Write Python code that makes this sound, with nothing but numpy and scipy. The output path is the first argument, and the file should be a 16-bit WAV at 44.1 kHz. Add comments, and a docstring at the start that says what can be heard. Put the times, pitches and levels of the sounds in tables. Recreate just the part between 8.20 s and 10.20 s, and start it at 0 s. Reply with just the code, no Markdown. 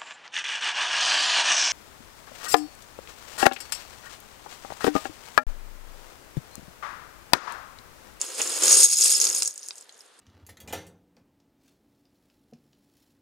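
"""First comes a soft, gritty crunch that swells: someone on a shingle shore shifts their weight and
throws a stone. Their feet grind into the pebbles, which then settle with a few last clicks.
Thousands of tiny collisions make the crunch, and flat shards of stone ring within it. Deeper stones
scuff, the ground thuds faintly, and single stones clack, knock, chink and drop on top.
Quiet open air lies behind it all, and short delays make the sound wide."""
import sys
import numpy as np
from scipy import signal
from scipy.fft import rfft, irfft
from scipy.io import wavfile
from scipy.ndimage import uniform_filter1d, minimum_filter1d

SR = 44100
rng = np.random.default_rng(int(sys.argv[2]) if len(sys.argv) > 2 else 0)


def store_pcm(level_fs):
    """Save levels as 16-bit WAV."""
    pcm = np.round(np.clip(level_fs, -1, 1) * 32767).astype(np.int16)
    wavfile.write(sys.argv[1], SR, np.atleast_2d(pcm).T)


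N = 88200  # 2 seconds


def undb(db):
    """Turn decibels into a number to multiply by."""
    return 10 ** (np.asarray(db) / 20)


def unit(x):
    """Scale a sound to an average power of one."""
    return x / np.sqrt(np.mean(x ** 2))


def curve(rows):
    """Join (time, value) points with straight lines, sample by sample."""
    return np.interp(np.arange(N) / SR, *np.array(rows).T)


def colour(x, points):
    """Give a sound the tone drawn by (frequency, level) points; only their shape matters."""
    hz, db = np.array(points).T
    size = 2048
    freqs = np.maximum(np.fft.rfftfreq(size, 1 / SR), 1)
    gains = undb(np.interp(np.log(freqs), np.log(hz), db))
    cepstrum = irfft(np.log(gains))
    # fold it so that the filter never sounds before a hit
    cepstrum[1:size // 2] *= 2
    cepstrum[size // 2 + 1:] = 0
    response = irfft(np.exp(rfft(cepstrum)))
    return signal.fftconvolve(x, response / np.linalg.norm(response))[:N]


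def cut(x, hz, keep, order):
    """Keep the "low" or the "high" side of a frequency."""
    return signal.sosfilt(signal.butter(order, hz, keep, fs=SR, output="sos"), x)


def ring(hz, ring_s):
    """A pure tone that fades by 60 dB in its ring time."""
    t = np.arange(SR // 8) / SR
    return np.sin(2 * np.pi * hz * t) * np.exp(-np.log(1000) * t / ring_s)


def struck(hz, ring_s, rise_s=.00052):
    """A fading tone that takes a moment to build up."""
    return ring(hz, ring_s) - ring(hz, rise_s)


def add(out, start_s, sound):
    """Mix a sound in at the given time."""
    i = int(start_s * SR)
    out[i:i + len(sound)] += sound[:max(N - i, 0)]


def collisions(per_s, spread_db):
    """Random clicks of uneven size, with an average power of one."""
    chance = np.clip(per_s / SR, 1e-6, 1)
    size_db = spread_db * np.minimum(rng.standard_normal(N), 2)
    size = unit(undb(size_db) * rng.choice([-1, 1], N))
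    return (rng.random(N) < chance) * size / np.sqrt(chance)


def tail(decay_s):
    """A fading puff of noise, like many tiny echoes, with a total energy of one."""
    t = np.arange(SR // 4) / SR
    puff = rng.standard_normal(len(t)) * np.exp(-t / decay_s) * (1 - np.exp(-2 * t / decay_s))
    return puff / np.linalg.norm(puff)


# the bright tone of grinding pebbles (frequency [Hz], level [dB])
PEBBLE_TONE = [(400, -42), (1500, -22.5), (2800, -16), (4300, -7), (5200, 0), (5900, -4), (6700, 6),
               (7450, -0.5), (8800, 2.5), (9800, 0), (11000, -9), (13000, -10.5), (15000, -21.5)]


def pebbles(per_s, count=32):
    """Small stones of many sizes collide, each ticking and ringing briefly at its own pitch."""
    out = 0
    for hz in np.linspace(2506, 13070, count):
        voice = ring(hz, ring_s=.003)
        voice /= np.linalg.norm(voice)
        voice[0] = undb(-3.5)  # the tick as they touch
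        hits = collisions(per_s / count, spread_db=4)
        out += signal.oaconvolve(hits, voice[:SR // 100])[:N]
    return colour(out / np.sqrt(count), PEBBLE_TONE)


# the notes of the shards among the pebbles (pitch [Hz], level [dB], ring time [s])
SHARD_NOTES = [(5180, -8.5, .04), (5350, -3.5, 0.0267), (6700, 3, 0.027), (7100, -11.5, 0.024),
               (8800, -2, 0.025), (8900, 2, .025)]


def shards(per_s, count=5, pitch_spread=.02):
    """Flat shards of slightly different sizes ring at random, so the pitch keeps shifting."""
    out = 0
    for hz, db, ring_s in SHARD_NOTES:
        for offset in np.linspace(-pitch_spread, pitch_spread, count):
            note = ring(hz * (1 + offset), ring_s)
            hits = collisions(per_s / count, spread_db=8)
            out += undb(db) * signal.oaconvolve(hits, note / np.linalg.norm(note))[:N]
    return unit(out)


# how loud the crunch is as the feet press down (time [s], level [dB])
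CRUNCH_LEVEL = [(0, -42), (.03, -39), (.16, -39.5), (.19, -31), (.24, -31), (.31, -33), (.41, -31.5),
                (.44, -21), (.53, -16.5), (.565, -19), (.615, -19.5), (.64, -12.5), (.675, -29), (.73, -20),
                (.76, -25.5), (.80, -21.5), (.85, -16.5), (.885, -21.5), (.91, -22), (.96, -23),
                (.985, -25), (1.005, -23.5), (1.08, -29.5), (1.12, -32), (1.18, -25.5), (1.21, -33.5),
                (1.28, -42), (1.335, -48.5), (1.41, -51), (1.46, -44), (1.53, -54.5), (1.61, -52.5),
                (1.68, -66), (1.8, -55), (1.86, -64), (1.96, -74), (2, -55.5)]
# a dense slide thins out as the stones settle (time [s], collisions [per s])
COLLISION_RATE = [(0, 7300), (.6, 4300), (.95, 2900), (1.2, 1740), (1.35, 700), (2, 600)]


def crunch(full_load_db=-19):
    """Pebbles grind underfoot; pressing harder brings out the ringing of the shards."""
    load_db, per_s = curve(CRUNCH_LEVEL), curve(COLLISION_RATE)
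    pressed = undb(.16 * np.minimum(load_db - full_load_db, 0))
    grit = undb(-4) * pebbles(per_s)
    ringing = undb(-10.5) * pressed * shards(.06 * per_s)
    return (grit + ringing) * undb(load_db)


# how loudly the soles scuff (time [s], level [dB])
SCUFF_LEVEL = [(0, -50), (.03, -41), (.07, -49.5), (.11, -39), (.16, -49), (.205, -30), (.23, -39),
               (.39, -40), (.435, -31.5), (.55, -32.5), (.59, -36.5), (.64, -37.5), (.675, -50), (.77, -53),
               (.82, -42.5), (.96, -45.5), (1.01, -40.5), (1.18, -45), (1.27, -51.5), (1.32, -64), (2, -75)]
# the dull tone of the deeper stones (frequency [Hz], level [dB])
SCUFF_TONE = [(60, -57), (140, -38.5), (240, -10.5), (330, 0.5), (500, 3.5), (750, -6), (1300, -2),
              (2000, -7), (2800, -2.5), (4500, -6.5), (9000, -22)]


def scuff():
    """The deeper stones rub and shift dully under the soles."""
    rubbing = collisions(per_s=3000, spread_db=4.5)
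    return colour(rubbing, SCUFF_TONE) * undb(curve(SCUFF_LEVEL))


def stick_and_slip(jerks_per_s=130, spread_db=1.69):
    """Stones catch and let go: a quick, uneven wobble in loudness for the crunch and scuff."""
    hold = int(SR / jerks_per_s)
    jerks = np.clip(rng.standard_normal(N // hold + 1), -2, 2)
    steps = np.repeat(jerks, hold)[:N]
    return unit(undb(spread_db * uniform_filter1d(steps, hold // 2)))


# the tone of the open air (frequency [Hz], level [dB])
AIR_TONE = [(35, -31), (100, -20.5), (200, -13.5), (400, 1), (680, -1.5), (1300, -3), (1780, -1),
            (2150, -8.5), (3580, -4), (6680, -14.5), (9230, -8.5), (13700, -34), (15000, -50)]


def air():
    """The open air is a quiet, steady hush."""
    return undb(-59.5) * colour(rng.standard_normal(N), AIR_TONE)


# stones hitting each other (time [s], level [dB], pitch [Hz])
CLACK_HITS = [(0.0144, -8, 7230), (0.0208, -23, 6750), (0.2169, -8, 7120), (0.275, -13, 7230),
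              (0.4221, -11, 7200), (0.4349, -6, 7200), (0.481, -3, 6400), (0.5198, 2, 8700),
              (0.5272, 2, 6740), (.552, -6, 9100), (0.5886, -3.5, 9100), (0.604, 2, 8840),
              (0.631, -0.5, 6980), (0.6397, 6, 9100), (0.665, -24, 6720), (0.81, -4.5, 7000),
              (0.8197, -4, 6950), (0.9, -16, 9800), (1.001, -4.5, 6440), (1.0143, -6, 5270),
              (1.025, -14, 6950), (1.042, -6, 7070), (1.052, -5.5, 6490), (1.0691, -10, 5900),
              (1.0905, -11.5, 6450), (1.1001, -10, 7050), (1.129, -14, 6940), (1.1489, -11, 6550),
              (1.258, -12.5, 6900), (1.309, -23, 6700), (1.358, -33, 8100), (1.3928, -31, 6720),
              (1.4306, -24.5, 6030), (1.4642, -29, 6800), (1.61, -30.5, 7800), (1.7246, -38, 6840),
              (1.791, -38.5, 6700), (1.807, -31, 5370)]
# the tone of stone touching stone (frequency [Hz], level [dB])
TICK_TONE = [(400, -18), (2000, -22), (3500, -14), (5200, 6), (6700, 7.5), (7500, -2), (9300, 10),
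             (11000, -6), (13000, -11.5), (15000, -31)]


def clacks():
    """Two stones meet with a hard tick, chatter for a moment and ring briefly."""
    ticks, rings = np.zeros(N), np.zeros(N)
    for start, db, hz in CLACK_HITS:
        add(ticks, start, undb([db + 2]))
        add(ticks, start, undb(db - 4) * tail(decay_s=.0005))  # the chatter
        add(rings, start, undb(db - .5) * struck(hz, ring_s=.0059))
    return colour(ticks, TICK_TONE) + rings


# bumps on the ground (time [s], level [dB])
THUD_HITS = [(.205, -64), (.638, -54), (1.222, -61)]


def thuds():
    """The ground gives a faint, dull thud under a heel or a heavy stone."""
    out = np.zeros(N)
    for start, db in THUD_HITS:
        add(out, start, undb(db) * struck(hz=55, ring_s=.039, rise_s=.01))
    return out


# big stones being hit (time [s], level [dB], pitch [times the notes below])
COBBLE_HITS = [(.2075, -22, .55), (1.041, -23, 1.1), (1.0688, -19.5, .9), (1.2226, -16, 1),
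               (1.5079, -26, .94), (1.6937, -39.5, .8)]
# the notes of one big stone (pitch [Hz], level [dB], ring time [s])
COBBLE_NOTES = [(1570, -12.5, 0.0078), (2800, -6, 0.007), (4160, 1, 0.0057), (5170, 6.5, 0.0049)]


def knocks():
    """Cobbles are bigger than pebbles, so they ring lower, with several notes at once."""
    out = np.zeros(N)
    for start, db, pitch in COBBLE_HITS:
        for hz, note_db, ring_s in COBBLE_NOTES:
            add(out, start, undb(db + note_db) * struck(hz * pitch, ring_s))
    return out


# thin shards being hit (time [s], level [dB], pitch [Hz])
CHINK_HITS = [(0.578, -10, 8700), (0.6397, -13, 9160), (0.6413, -8, 6600), (.770, -24, 5200),
              (.785, -16.5, 6910), (.948, -17, 5244), (1.013, -18, 6550), (1.091, -35, 12940),
              (1.128, -26, 5100), (1.168, -27, 5170), (1.149, -30.5, 11900), (1.18, -21, 9600),
              (1.2567, -22.5, 6600)]


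def chinks():
    """A thin shard rings on with two close notes, which beat against each other."""
    out = np.zeros(N)
    for start, db, hz in CHINK_HITS:
        for note_hz, strength in ((hz, 1), (hz * 1.012, .5)):
            add(out, start, strength * undb(db) * struck(note_hz, ring_s=.057, rise_s=.0014))
    return out


# loose stones landing (time [s], level [dB], wait until the bounce [s])
DROP_HITS = [(1.2218, 1, .0011), (1.2314, 1, .0008), (1.2499, -6, .0005), (1.2756, -1.5, .0005),
             (1.2774, -2.5, .0007), (1.378, -12.5, .001), (1.4861, -9.5, .0008), (1.5563, -23, .0006),
             (1.5819, -19, .001), (1.6932, -30, .0005)]
# the tone of a landing (frequency [Hz], level [dB])
DROP_TONE = [(400, -19), (3500, -21), (5200, 2.5), (7000, 6), (9500, 3), (10800, -11), (15000, -18.5)]


def drops(bounce_db=-10):
    """Loose stones land with a hard, bright snap and bounce once."""
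    hits = np.zeros(N)
    for start, db, wait in DROP_HITS:
        add(hits, start, undb([db]))
        add(hits, start + wait, undb([db + bounce_db]))
    return colour(hits, DROP_TONE)


def echoes(x, db, decay_s):
    """Sound bounces off the stones all around and comes back as a short blur."""
    return undb(db) * signal.fftconvolve(x, tail(decay_s))[:N]


def scene(low_cut_hz=365):
    """The stones underfoot and on top mix with their echoes, over the quiet air."""
    slip = stick_and_slip()
    # small stones give off no bass
    bed = cut(slip * crunch(), low_cut_hz, "high", order=4)
    top = cut(clacks() + knocks() + chinks() + drops(), low_cut_hz, "high", order=4)
    near = bed + echoes(bed, db=-8, decay_s=.0022)
    near += top + echoes(top, db=-7, decay_s=.0051)
    near += slip * scuff() + thuds()
    hush = air()
    # each ear gets its own echoes from the wider shore
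    return np.array([near + hush + echoes(near, db=-15.5, decay_s=.013) for _ in range(2)])


def record(dry, bass_hz=480, treble_hz=5000, top_hz=15500, ceiling=.96):
    """Two delayed copies widen the sound; loud peaks are turned down and the highest treble is cut."""
    mono = dry.mean(axis=0)
    early, late = (np.pad(mono, (round(delay_s * SR), 0))[:N] for delay_s in (.00162, .00404))
    bass = cut(early, bass_hz, "low", order=1)
    bass = cut(bass[::-1], bass_hz, "low", order=1)[::-1]  # again backwards, to undo the filter's lag
    treble = cut(late, treble_hz, "high", order=1)
    side = undb(-6.5) * early + undb(-9) * bass - undb(-11) * treble
    wide = dry + np.array([side, -side])  # opposite in the two ears
    span = int(.002 * SR)  # the level dips smoothly for a few ms around a loud peak
    peaks = np.maximum(abs(wide).max(axis=0), ceiling)
    gain = minimum_filter1d(ceiling / peaks, span)
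    gain = uniform_filter1d(uniform_filter1d(gain, span // 2), span // 2)
    return signal.sosfilt(signal.ellip(8, .2, 70, top_hz, fs=SR, output="sos"), wide * gain)


dry = scene()
out = record(dry)
store_pcm(out)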